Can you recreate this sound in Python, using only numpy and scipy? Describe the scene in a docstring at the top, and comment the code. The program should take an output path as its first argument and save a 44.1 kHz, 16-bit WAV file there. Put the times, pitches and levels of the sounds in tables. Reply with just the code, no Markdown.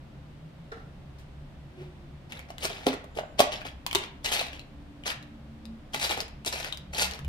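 """Room noise and a distant traffic hum come first, then light far knocks and a sleeve brushing a table.
A plastic box of buttons is lifted, set down, and its tight lid pulled off and laid aside; fingers rummage.
Colliding buttons are random short decaying tones; snaps add a noise crack to a ring; the box is damped modes.
Hums and a low thud are wavering sines, cloth and room noise filtered noise; a small room answers by convolution."""
import sys
import numpy as np
from scipy import signal
from scipy.fft import rfft, irfft, next_fast_len
from scipy.io import wavfile
from scipy.ndimage import map_coordinates

SR = 44100
rng = np.random.default_rng(int(sys.argv[2]) if len(sys.argv) > 2 else 0)


def digitize_waveform(pressure):
    """Quantize a signal to 16-bit integers and store it at the path in sys.argv[1].

    Rows of a 2-D input are taken as channels; values are limited to [-1, 1].
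    """
    field = np.atleast_2d(pressure).T
    bounded = np.clip(field, -1, 1)
    quanta = np.round(bounded * 32767).astype(np.int16)
    wavfile.write(sys.argv[1], SR, quanta)


N = 321048
TIME = np.arange(N) / SR
AGE = np.arange(SR // 4) / SR  # seconds since a strike


def amp(db):
    """Logarithmic level: decibels to amplitude gain."""
    return 10 ** (np.asarray(db) / 20)


def unit(x):
    """Power normalisation: scale to rms 1."""
    return x / np.sqrt(np.mean(x ** 2) + 1e-20)


def along(points, hz):
    """Logarithmic frequency scale: interpolate (frequency, value) points."""
    f, v = np.transpose(points)
    return np.interp(np.log(hz + 1), np.log(f + 1), v)


def wobble(rate, size=16384):
    """Slow random modulation: a smooth curve through rate random knots a second."""
    knots = rng.standard_normal(size)
    return map_coordinates(knots, [TIME * rate], order=2, mode="wrap")


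def filtered(x, response):
    """Linear filtering: multiply the spectrum by a complex response of frequency."""
    m = next_fast_len(x.shape[-1] + SR // 4)
    spectrum = rfft(x, m) * response(np.fft.rfftfreq(m, 1 / SR))
    return irfft(spectrum, m)[..., :x.shape[-1]]


def coloured(x, points, size=2048):
    """Minimum-phase filtering: a causal response of given spectrum, so that attacks stay sharp."""
    cepstrum = irfft(np.log(amp(along(points, np.fft.rfftfreq(size, 1 / SR)))))
    # fold the cepstrum onto positive time
    cepstrum[1:size // 2] *= 2
    cepstrum[size // 2 + 1:] = 0
    kernel = irfft(np.exp(rfft(cepstrum)))
    kernel = kernel[None] / np.linalg.norm(kernel)
    return signal.oaconvolve(x, kernel, axes=1)[:, :x.shape[1]]


def add(track, s, sound):
    """Superposition: mix a sound in at time s."""
    part = track[:, round(s * SR):][:, :sound.shape[-1]]
    part += sound[..., :part.shape[1]]


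def fade(t60):
    """Exponential damping: 60 dB lost in t60 seconds."""
    return np.exp(-np.log(1000) * AGE / t60)


def tone(hz):
    """Phase is the running sum of frequency: a sine of rms 1 on a steady or moving pitch."""
    phase = 2 * np.pi * np.cumsum(hz * np.ones(N)) / SR
    return np.sqrt(2) * np.sin(phase)


def ring(modes, scatter_db=-2.5):
    """Modal synthesis: damped modes of alternating sign, with levels scattered at each strike."""
    total = 0
    for k, (hz, db, t60) in enumerate(modes):
        level = amp(db + scatter_db * rng.normal())
        total = total + level * fade(t60) * np.sin(2 * np.pi * hz * AGE) * (-1) ** k
    return total


# room noise spectrum: pitch_hz [Hz], level_db [dB, relative]
QUIET_SPECTRUM = [(12, -25), (22, -2), (33, 3), (50, -6), (78, -0.5), (101, -6), (146, -5), (193, -6),
                  (228, -8), (301, -9.5), (328, -13), (422, -17), (459, -22.5), (513, -14.5), (1060, -22.5),
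                  (3530, -30.5), (6300, -42), (16000, -53)]
# likeness of left and right noise: pitch_hz [Hz], correlation [0 to 1]
QUIET_LIKENESS = [(60, 0.88), (180, 0.96), (550, 0.52), (1650, 0.0014), (4970, 0), (15000, 0)]


def room_noise(level_db=-49):
    """Diffuse-field coherence: steady rumble and hiss, alike at both ears only at long wavelengths."""
    def mid_and_side(hz):
        turn = np.arccos(np.clip(along(QUIET_LIKENESS, hz), 0, 1)) / 2
        return amp(along(QUIET_SPECTRUM, hz)) * [np.cos(turn), np.sin(turn)]

    mid, side = filtered(rng.standard_normal((2, N)), mid_and_side)
    return amp(level_db) * unit(np.array([mid + side, mid - side]))


# faint high tones: start_s [s], end_s [s], mean pitch_hz [Hz], mean level_db [dB]
WHINE_TONES = [(0, 6.3, 8470, -93), (3.08, 3.37, 7200, -77)]


def whines():
    """Narrow-band tones: thin sines high in the hiss, unsteady in level and pitch."""
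    total = 0
    for start, end, hz, db in WHINE_TONES:
        to_edge_s = np.minimum(TIME - start, end - TIME)
        heard = np.clip(to_edge_s / 0.05, 0, 1)
        level = amp(db + 2 * wobble(20))
        total = total + level * heard * tone(hz * (1 + 0.006 * wobble(160)))
    return total


# steady distant hums: mean pitch_hz [Hz], level_db [dB, before the common gain]
STEADY_HUMS = [(139.7, -60.5), (66.6, -56)]
# hums that swell and fade; the last two rows are a low thud and its second harmonic:
# peak_s [s], half_length_s [s], mean pitch_hz [Hz], glide_hz to either side [Hz],
# level_db at the peak [dB, before the common gain]
SWELLING_HUMS = [(0.348, 0.273, 150, 19, -54), (1.498, 0.3, 142.4, 7, -51), (4.85, 0.35, 292, 4, -57.5),
                 (5.78, 0.18, 222, -4, -51.5), (7.1, 0.2, 186, 1, -54), (7.25, 0.044, 141, 1, -47),
                 (7.27, 0.05, 70.4, 0.5, -34.5)]


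def traffic(level_db=0.5, waver=0.01186, fading=0.7, fading_per_s=13):
    """Amplitude and frequency modulation: wavering, broken hums, steady or swelling, and a low thud."""
    def note(hz):
        broken = 1 + fading * wobble(fading_per_s)
        return broken * tone(hz * (1 + waver * wobble(25)))

    hum = sum(amp(db) * note(hz) for hz, db in STEADY_HUMS)
    for s, half_s, hz, glide_hz, db in SWELLING_HUMS:
        offset = (TIME - s) / half_s
        spread = np.hypot(1, offset)  # 1 at the peak, growing to either side
        hum = hum + amp(db) / spread * note(hz + glide_hz * offset / spread)
    return amp(level_db) * hum


# spectrum of one hard contact: pitch_hz [Hz], level_db [dB, relative]
CONTACT_SPECTRUM = [(150, -4.5), (500, -2.5), (1000, -1), (1600, -5.5), (3300, 1), (5000, -5), (7000, -6.5),
                    (10000, -11), (15000, -17)]


def contact(hz, crack_t60, ring_t60, ring_db, apart, rise=0.00031, size=4096):
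    """Impact excitation: a crack, partly different at each ear, and a ring; mean energy 1 per ear."""
    noise = rng.standard_normal((3, size))
    at_ears = noise[0] + apart * noise[1:]
    crack = coloured(at_ears * fade(crack_t60)[:size], CONTACT_SPECTRUM)
    # the button that is struck rings too, lower and a little weaker
    neighbour_hz = hz * rng.uniform(0.68, 0.88)
    modes = np.sin(2 * np.pi * hz * AGE) + 0.75 * np.sin(2 * np.pi * neighbour_hz * AGE)
    ringing = (modes * fade(ring_t60))[:size]
    onset = 1 - np.exp(-AGE[:size] / rise)
    return unit(unit(onset * crack) + amp(ring_db) * unit(onset * ringing)) / np.sqrt(size)


# light knocks across the room: start_s [s], level_db [dB]
FAR_KNOCK_TIMES = [(0.714, -25), (0.765, -37.5), (0.794, -40.5)]
# their spectrum: pitch_hz [Hz], level_db [dB, relative]
FAR_KNOCK_SPECTRUM = [(150, -12), (330, -1), (450, 11), (600, -1), (770, 4), (1000, -7), (1370, 0),
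                      (1650, -10), (1900, -11), (2600, -17), (3500, -14), (7000, -28), (14000, -42)]
# small far ticks: start_s [s], level_db [dB], pitch_hz [Hz]
FAR_TICK_TIMES = [(1.18, -23.5, 4420)]


def far_knocks(t60=0.041):
    """Filtered impulsive noise: light knocks and a tick further off, made to be heard through the room."""
    track = np.zeros((2, N))
    for s, db in FAR_KNOCK_TIMES:
        burst = rng.standard_normal((1, len(AGE))) * fade(t60)
        add(track, s, amp(db) * coloured(burst, FAR_KNOCK_SPECTRUM))
    for s, db, hz in FAR_TICK_TIMES:
        tick = contact(hz, crack_t60=0.16, ring_t60=0.025, ring_db=-11, apart=0.5)
        add(track, s, amp(db) * tick)
    return track


# level curve of the rubbing sleeve: start_s [s], level_db [dB, before the common gain]
SLEEVE_LEVEL = [(1.62, -77), (1.7, -56), (1.75, -57), (1.82, -37.5), (1.9, -55.5), (2.15, -56)]
# spectrum of rubbed cloth: pitch_hz [Hz], level_db [dB, relative]
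CLOTH_SPECTRUM = [(200, -22), (290, 3), (350, 31), (430, 5), (750, 3.5), (1200, -6), (2500, -1.5),
                  (12000, -28)]


def sleeve(level_db=-5):
    """Friction noise: cloth brushes unevenly over the table top."""
    rub = coloured(rng.standard_normal((1, N)), CLOTH_SPECTRUM) * amp(wobble(40.5))
    s, db = np.transpose(SLEEVE_LEVEL)
    stroke = amp(np.interp(TIME, s, db, left=-150, right=-150))
    return amp(level_db) * stroke * unit(rub)


# modes of the tight rim: pitch_hz [Hz], level_db [dB, relative], t60_s [s]
RIM_MODES = [(570, -1, .024), (665, 0, .02), (800, -4, .02), (1180, -16, .02), (1520, -18, .022)]


def creak(count=4, start_s=3.186, level_db=-16, slip_loss_db=10, gap_s=0.009, gap_growth=1.63):
    """Stick-slip: the tight lid gives way in slips that slow down; the first is the strongest."""
    track = np.zeros((2, N))
    for k in range(count):
        s = start_s + gap_s * np.sum(gap_growth ** np.arange(k))
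        add(track, s, amp(level_db - slip_loss_db * (k > 0)) * ring(RIM_MODES, 0.78))
    return track


# modes of the box walls: pitch_hz [Hz], level_db [dB, relative], t60_s [s]
WALL_MODES = [(440, -5, 0.021), (600, -15, 0.024), (662, -2, 0.036), (810, 5, 0.0071), (1047, -1, 0.052),
              (1120, -1.5, 0.024), (1270, -0.5, 0.026), (1510, -14, 0.018), (1917, -3, 0.03)]
# modes of the box floor: pitch_hz [Hz], level_db [dB, relative], t60_s [s]
FLOOR_MODES = [(265, 0.5, 0.13), (415, 0, 0.07), (538, -6, 0.08)]


def blow(hz, wall_db, boom_db, crack_db, thock_t60=0.021, rise=0.0006, dent_db=3):
    """Modal excitation: a dead thock dents the box, rings its walls and floor, and cracks at the rim."""
    thock = fade(thock_t60) * np.sin(2 * np.pi * hz * AGE)
    walls = amp(wall_db) * ring(WALL_MODES)
    floor = amp(boom_db) * ring(FLOOR_MODES, 1.0)
    body = amp(dent_db) * thock + walls + floor
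    sound = np.tile(body * (1 - np.exp(-AGE / rise)), (2, 1))
    crack = contact(1280, crack_t60=0.015, ring_t60=0.047, ring_db=-44.0, apart=0.95)
    add(sound, 0, amp(crack_db) * 6 * crack)
    return sound


# blows on the box: start_s [s], level_db [dB], thock pitch_hz [Hz],
# boom_db [dB, gain of the floor modes], crack_db [dB, gain before a sixfold boost]
BOX_BLOWS = [(2.503, -29.5, 710, -38, -23), (2.652, -24.5, 637, -22, 5.5), (2.867, -14, 715, -4.5, -3.5),
             (2.939, -27.5, 400, -33, -7), (3.042, -35, 610, -30, -10), (3.3935, -12, 684, -39.5, 0.5),
             (3.398, -12.5, 552, -17, -12), (3.4032, -3.5, 625, -42, -6.5), (3.653, -29, 756, -14.5, -23),
             (3.864, -28.5, 990, -39, -10), (3.953, -22, 893, -27.5, 4), (4.413, -22.5, 646, -26, -16),
             (5.946, -25.5, 840, -16, -1.5), (6.109, -22.5, 810, -32, -3), (6.175, -26, 790, -16, -6)]
# the lid flexes: start_s [s], level_db [dB]
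LID_FLEXES = [(2.646, -30.5), (3.95, -22), (4.008, -36)]
# modes of the loose lid: pitch_hz [Hz], level_db [dB, relative], t60_s [s]
LID_MODES = [(355, -2, .055), (395, 0, 0.09), (700, -13, .04), (917, -7, .045), (1936, -10, .04),
             (3600, -3, .018)]


def knocks(wall_db=-15):
    """Struck plates: the box is set down, snapped open and bumped; the loose lid rings as it flexes."""
    track = np.zeros((2, N))
    for s, db, hz, boom_db, crack_db in BOX_BLOWS:
        add(track, s, amp(db) * blow(hz, wall_db, boom_db, crack_db))
    for s, db in LID_FLEXES:
        add(track, s, amp(db) * ring(LID_MODES))
    return track


# snaps of single buttons on a neighbour or the wall, and near 3.19 s sharp cracks as the lid slips: # start_s
# [s], level_db [dB, before the common gain], ring pitch_hz [Hz], ring_db against the crack [dB]
SNAPS = [(2.322, -21.5, 2710, 4.5), (2.368, -33, 1980, 18), (2.3925, -26, 3260, 0),
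         (2.504, -29, 2920, 2), (2.5822, -23.5, 2980, -2), (2.641, -18.5, 3200, -2),
         (2.6475, -16, 3350, -15), (2.7006, -22, 3230, 8), (2.8825, -24, 2960, -17),
         (2.9302, -19.5, 1940, 8), (3.187, -21.5, 2970, 4), (3.1939, -26.5, 2870, -2),
         (3.3905, -23, 5500, 11), (3.5298, -23, 2920, 6), (3.6167, -22.5, 2430, 16),
         (3.6512, -28, 2900, 8), (3.668, -29, 3560, -5), (3.8644, -12.5, 3400, -3),
         (3.912, -16, 3000, 7.5), (3.9295, -13.5, 3160, -8), (3.9493, -6, 3050, -16),
         (3.9555, -4.5, 3670, 4), (3.986, -23, 3400, 0), (4.0082, -27, 3440, 5),
         (4.0375, -21, 3230, 9), (4.06, -34, 3100, 3), (4.2467, -21.5, 4300, -9),
         (4.2597, -13, 2870, 5.5), (4.3205, -15.5, 3900, -10), (4.325, -10, 3250, 12),
         (4.338, -12, 3140, 3), (4.365, -17, 3320, 5), (4.3935, -13.5, 3860, 7),
         (4.398, -14, 4100, 9), (4.412, -17, 3570, -2), (4.467, -26.5, 2880, 3),
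         (4.484, -27, 3800, 6), (4.532, -27.5, 2820, 3), (4.5944, -25.5, 4050, 6.5),
         (4.614, -38, 4220, 9), (5.037, -28, 2920, 10), (5.065, -24, 3330, 1),
         (5.0773, -19.5, 3320, -9), (5.103, -17.5, 3220, 3), (5.117, -20, 1730, 15),
         (5.227, -34, 3980, 1), (5.6541, -31.5, 4900, -6), (5.9451, -13.5, 2620, -3),
         (5.998, -17.5, 3760, 3), (6.0407, -14, 4840, 6), (6.044, -15, 4660, 3),
         (6.0503, -13.5, 3920, 15), (6.094, -16, 3900, 3), (6.1095, -15.5, 2100, 7),
         (6.117, -19, 3000, -11), (6.193, -26, 3530, 10), (6.204, -12, 5110, 0.5),
         (6.213, -21.5, 4500, -9), (6.281, -33.5, 2240, -19), (6.4485, -23, 3930, -6),
         (6.465, -16.5, 3820, -2), (6.472, -21, 5100, 2), (6.478, -14.5, 3830, 0),
         (6.527, -16, 5300, -2), (6.6286, -23, 3550, 4), (6.646, -17.5, 1860, 0.5),
         (6.7252, -14, 3700, 7), (6.746, -31, 3370, -10), (6.773, -25, 4720, -3),
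         (6.947, -21, 4100, 2.5), (6.9856, -21, 4360, -9), (6.996, -10.5, 4530, 0),
         (7.021, -11.5, 4020, 0), (7.0312, -11, 4360, 4), (7.045, -15, 3730, 3),
         (7.111, -21.5, 4470, -3), (7.136, -23.5, 5470, 1), (7.1468, -31, 3470, -11),
         (7.1909, -27, 1710, 1), (7.247, -30.5, 2960, 4)]


def clicks(level_db=8, apart=0.95, rebound_s=0.0082, rebound_db=-26.5):
    """Impact and rebound: sharp single contacts strike once more; freer buttons ring more."""
    track = np.zeros((2, N))
    for s, db, hz, free_db in SNAPS:
        rebound = (rebound_s * rng.uniform(0.93, 1.2), rebound_db)
        for delay, loss_db in ((0, 0), rebound):
            snap = contact(hz, crack_t60=0.008, ring_t60=0.009, ring_db=free_db, apart=apart)
            add(track, s + delay, amp(db + level_db + loss_db) * snap)
    return track


# pushes by the box or the fingers: start_s at full strength [s], length_s [s], level_db [dB],
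# walls_db and edges_db for wall knocking and edge scraping [dB, relative to level_db]
HEAP_PUSHES = [(2.299, 0.097, -49.5, 8, -17), (2.489, .02, -54, 12.5, -16), (2.605, 0.016, -46, 6, -6),
               (2.624, 0.22, -43, 7.5, -17), (2.634, 0.027, -38, -7, -2), (2.694, 0.033, -42, 11, -20),
               (2.865, 0.019, -35.5, 15, -11), (2.922, 0.013, -42, 10, -18), (3.153, .012, -55.5, 10, -5),
               (3.171, 0.012, -45, 21, -13), (3.391, 0.025, -29, 8, -6.5), (3.52, 0.021, -34.5, 2, -19),
               (3.605, 0.0091, -49.5, -4, -28), (3.653, 0.015, -39.5, 0, -24), (3.98, 0.06, -46, 9.5, -22),
               (4.248, 0.0079, -30.5, -27, -3.5), (4.263, 0.056, -35.5, -17, -11),
               (4.319, 0.024, -30, -9, -5), (4.347, 0.071, -32.5, -4, -12), (4.447, 0.023, -44, 3, -14),
               (4.521, 0.045, -49, 5.5, -30), (5.061, 0.041, -33, -9, -10.5), (5.938, 0.0073, -33, -4, -7),
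               (5.958, 0.019, -42, -3, -17), (5.995, 0.012, -37.5, -5, -6), (6.016, 0.05, -33.5, -1, -6.5),
               (6.025, 0.026, -36, -8, -1.5), (6.1, 0.036, -32.5, 5, -12), (6.173, 0.034, -42.5, 13.5, -10),
               (6.462, 0.012, -35, 6, 0), (6.524, 0.08, -37, 0, -8.5), (6.63, .052, -40, 6.5, -14),
               (6.935, 0.13, -39, 2, -6), (6.983, 0.042, -31.5, -10, -1.5), (7.011, 0.031, -31.5, -4, -4.5),
               (7.109, 0.054, -47, 13, -15)]


def stirring(rise_db_per_s=2377, sag_db_per_s=28, settle_db_per_s=417):
    """Power addition: each push takes hold, sags while it lasts and settles; returns heap, walls, edges."""
    heap, walls, edges = np.zeros((3, N))
    for s, length, db, wall_db, edge_db in HEAP_PUSHES:
        near = slice(round((s - 0.1) * SR), round((s + length + 0.5) * SR))
        age = TIME[near] - s
        fall_db = rise_db_per_s * np.maximum(-age, 0)
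        fall_db += sag_db_per_s * np.clip(age, 0, length)
        fall_db += settle_db_per_s * np.maximum(age - length, 0)
        power = amp(db - fall_db) ** 2
        heap[near] += power
        walls[near] += power * amp(wall_db) ** 2
        edges[near] += power * amp(edge_db) ** 2
    return np.sqrt([heap, walls, edges])


def grains(density, hz, pitch_spread, t60, spread_db, count=30000, size=640):
    """Poisson-like collisions, density a second, each with its own pitch, strength, damping and direction."""
    when, chance = rng.integers(0, N, count), rng.random(count)
    traits = rng.standard_normal((count, 4))
    happens = chance < density[when] * N / SR / count
    pitch, strength, damping, direction = np.clip(traits[happens], -2, 2).T[..., None]
    age = AGE[:size]
    own_t60 = t60 * np.exp(0.4 * damping)
    decay = amp(spread_db * strength) * np.exp(-np.log(1000) * age / own_t60)
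    phase = 2 * np.pi * hz * np.exp(pitch_spread * pitch) * age
    place = (when[happens, None] + np.arange(size)).ravel()
    ears = []
    for side in (1, -1):  # direction sets the phase between the ears
        wave = decay * np.cos(phase + side * direction / 2)
        ears.append(np.bincount(place, wave.ravel(), N)[:N])
    return np.array(ears) / np.sqrt(density)  # keeps the level independent of density


# spectra: pitch_hz [Hz], level_db [dB, relative]; buttons in the box, scraping edges, the wall under a button
HEAP_SPECTRUM = [(120, -26), (330, -2), (520, 8), (700, 9), (810, 14), (1050, 2.5), (1800, 7.5), (2300, 9),
                 (3300, 0.5), (4900, 1.5), (6800, -4), (9200, -10.5), (12000, -4), (15000, -32)]
EDGE_SPECTRUM = [(1500, -29), (4000, 3), (6500, -1), (9500, -6.5), (13000, -4.5), (15000, -24)]
WALL_TAP_SPECTRUM = [(150, -15.5), (380, -1.5), (520, 0.5), (680, -2), (815, -4), (1000, -11),
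                     (2500, -11.5), (8000, -19)]


def rummage(rate=2100, idle_rate=450, tick_db=-2.5, clack_db=-4, wall_db=-12):
    """Granular collisions: stirred buttons tick and clack oftener and louder, scrape, and tap the walls."""
    effort, on_walls, scraping = stirring()
    density = rate * np.sqrt(effort / effort.max()) + idle_rate  # collisions a second
    ticks = grains(density, hz=4560, pitch_spread=0.83, t60=0.00042, spread_db=3.0, size=64)
    clacks = grains(density * 0.25, hz=3400, pitch_spread=0.35, t60=0.006, spread_db=3)
    scrapes = grains(density, hz=9300, pitch_spread=0.31, t60=0.00045, spread_db=2.5, size=64)
    taps = grains(np.full(N, 650), hz=676, pitch_spread=0.44, t60=0.0097, spread_db=2)
    ticks = amp(tick_db) * unit(coloured(ticks, HEAP_SPECTRUM))
    clacks = amp(clack_db) * unit(coloured(clacks, CONTACT_SPECTRUM))
    scrapes = unit(coloured(scrapes, EDGE_SPECTRUM))
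    taps = amp(wall_db) * unit(coloured(taps, WALL_TAP_SPECTRUM))
    slips = amp(1.7 * wobble(130))  # the heap gives way unevenly
    return slips * (effort * (ticks + clacks) + scraping * scrapes + on_walls * taps)


# treble and bass at the left: pitch_hz [Hz], left minus right level_db [dB]
LEFT_BIAS = [(200, -2), (600, -3), (1100, 0.5), (3000, 5.5), (12000, 2.5)]


def from_left(x, lead=0.0002116):
    """Interaural differences: sound reaches the left microphone first, and with more treble."""
    ears = np.array([[0.5], [-0.5]])  # each ear takes half the difference

    def response(hz):
        return amp(ears * along(LEFT_BIAS, hz)) * np.exp(2j * np.pi * hz * lead * ears)

    return filtered(x, response)


# room decay: pitch_hz [Hz], t60_s [s]
ROOM_DECAY = [(150, 0.35), (600, 0.54), (2500, 0.47), (4000, 0.35), (6000, 0.32), (14000, 0.084)]
# room level: pitch_hz [Hz], level_db [dB]
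ROOM_LEVEL = [(200, -1.5), (450, -5.5), (720, -4), (1500, -1.5), (4000, -4), (8000, -5.5), (15000, -1.5)]
# long waves reach both ears alike: pitch_hz [Hz], side level_db [dB]
ROOM_SIDE = [(150, -19), (280, -12), (600, -8.5), (1000, 3), (3000, 0)]


def room(x, early_db=5, early_t60=0.041, gap=0.0033, count=4):
    """Reverberant decay: near surfaces answer first, then the room dies away."""
    wet = np.zeros((2, N))
    for k in range(count):
        hz, t, z = signal.stft(rng.standard_normal((2, SR // 2)), SR, nperseg=256)
        late = np.exp(-np.log(1000) * t / along(ROOM_DECAY, hz)[:, None])
        early = amp(early_db) * np.exp(-np.log(1000) * t / early_t60)
        decay = late + early
        decay /= np.linalg.norm(decay, axis=1, keepdims=True)
        tail = signal.istft(z * decay, SR, nperseg=256)[1]
        tail /= np.linalg.norm(tail[0])
        # several random echo tails cross-fade at a fixed two rounds a second,
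        # which evens out the reverberation
        share = np.clip(np.cos(2 * np.pi * (2 * TIME + k / count)), 0, 1)
        wet += signal.oaconvolve(x * share, tail, axes=1)[:, :N]
    mid = wet.mean(axis=0)
    side = filtered((wet[0] - wet[1]) / 2, lambda hz: amp(along(ROOM_SIDE, hz)))

    def delayed_level(hz):
        return amp(along(ROOM_LEVEL, hz)) * np.exp(-2j * np.pi * hz * gap)

    return filtered(np.array([mid + side, mid - side]), delayed_level)


def scene():
    """Superposition of direct sound, reverberation and background."""
    background = room_noise() + whines() + traffic()
    table = sleeve() + creak() + knocks() + clicks() + rummage()
    return background + room(table + far_knocks()) + from_left(table)


def record(dry):
    """Band limitation: the recorder clips at full scale and keeps nothing above its top frequency."""
    top_hz, slope_hz = 16300, 900
    return filtered(np.clip(dry, -1, 1), lambda hz: np.clip((top_hz - hz) / slope_hz, 0, 1) ** 2)


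dry = scene()
out = record(dry)
digitize_waveform(out)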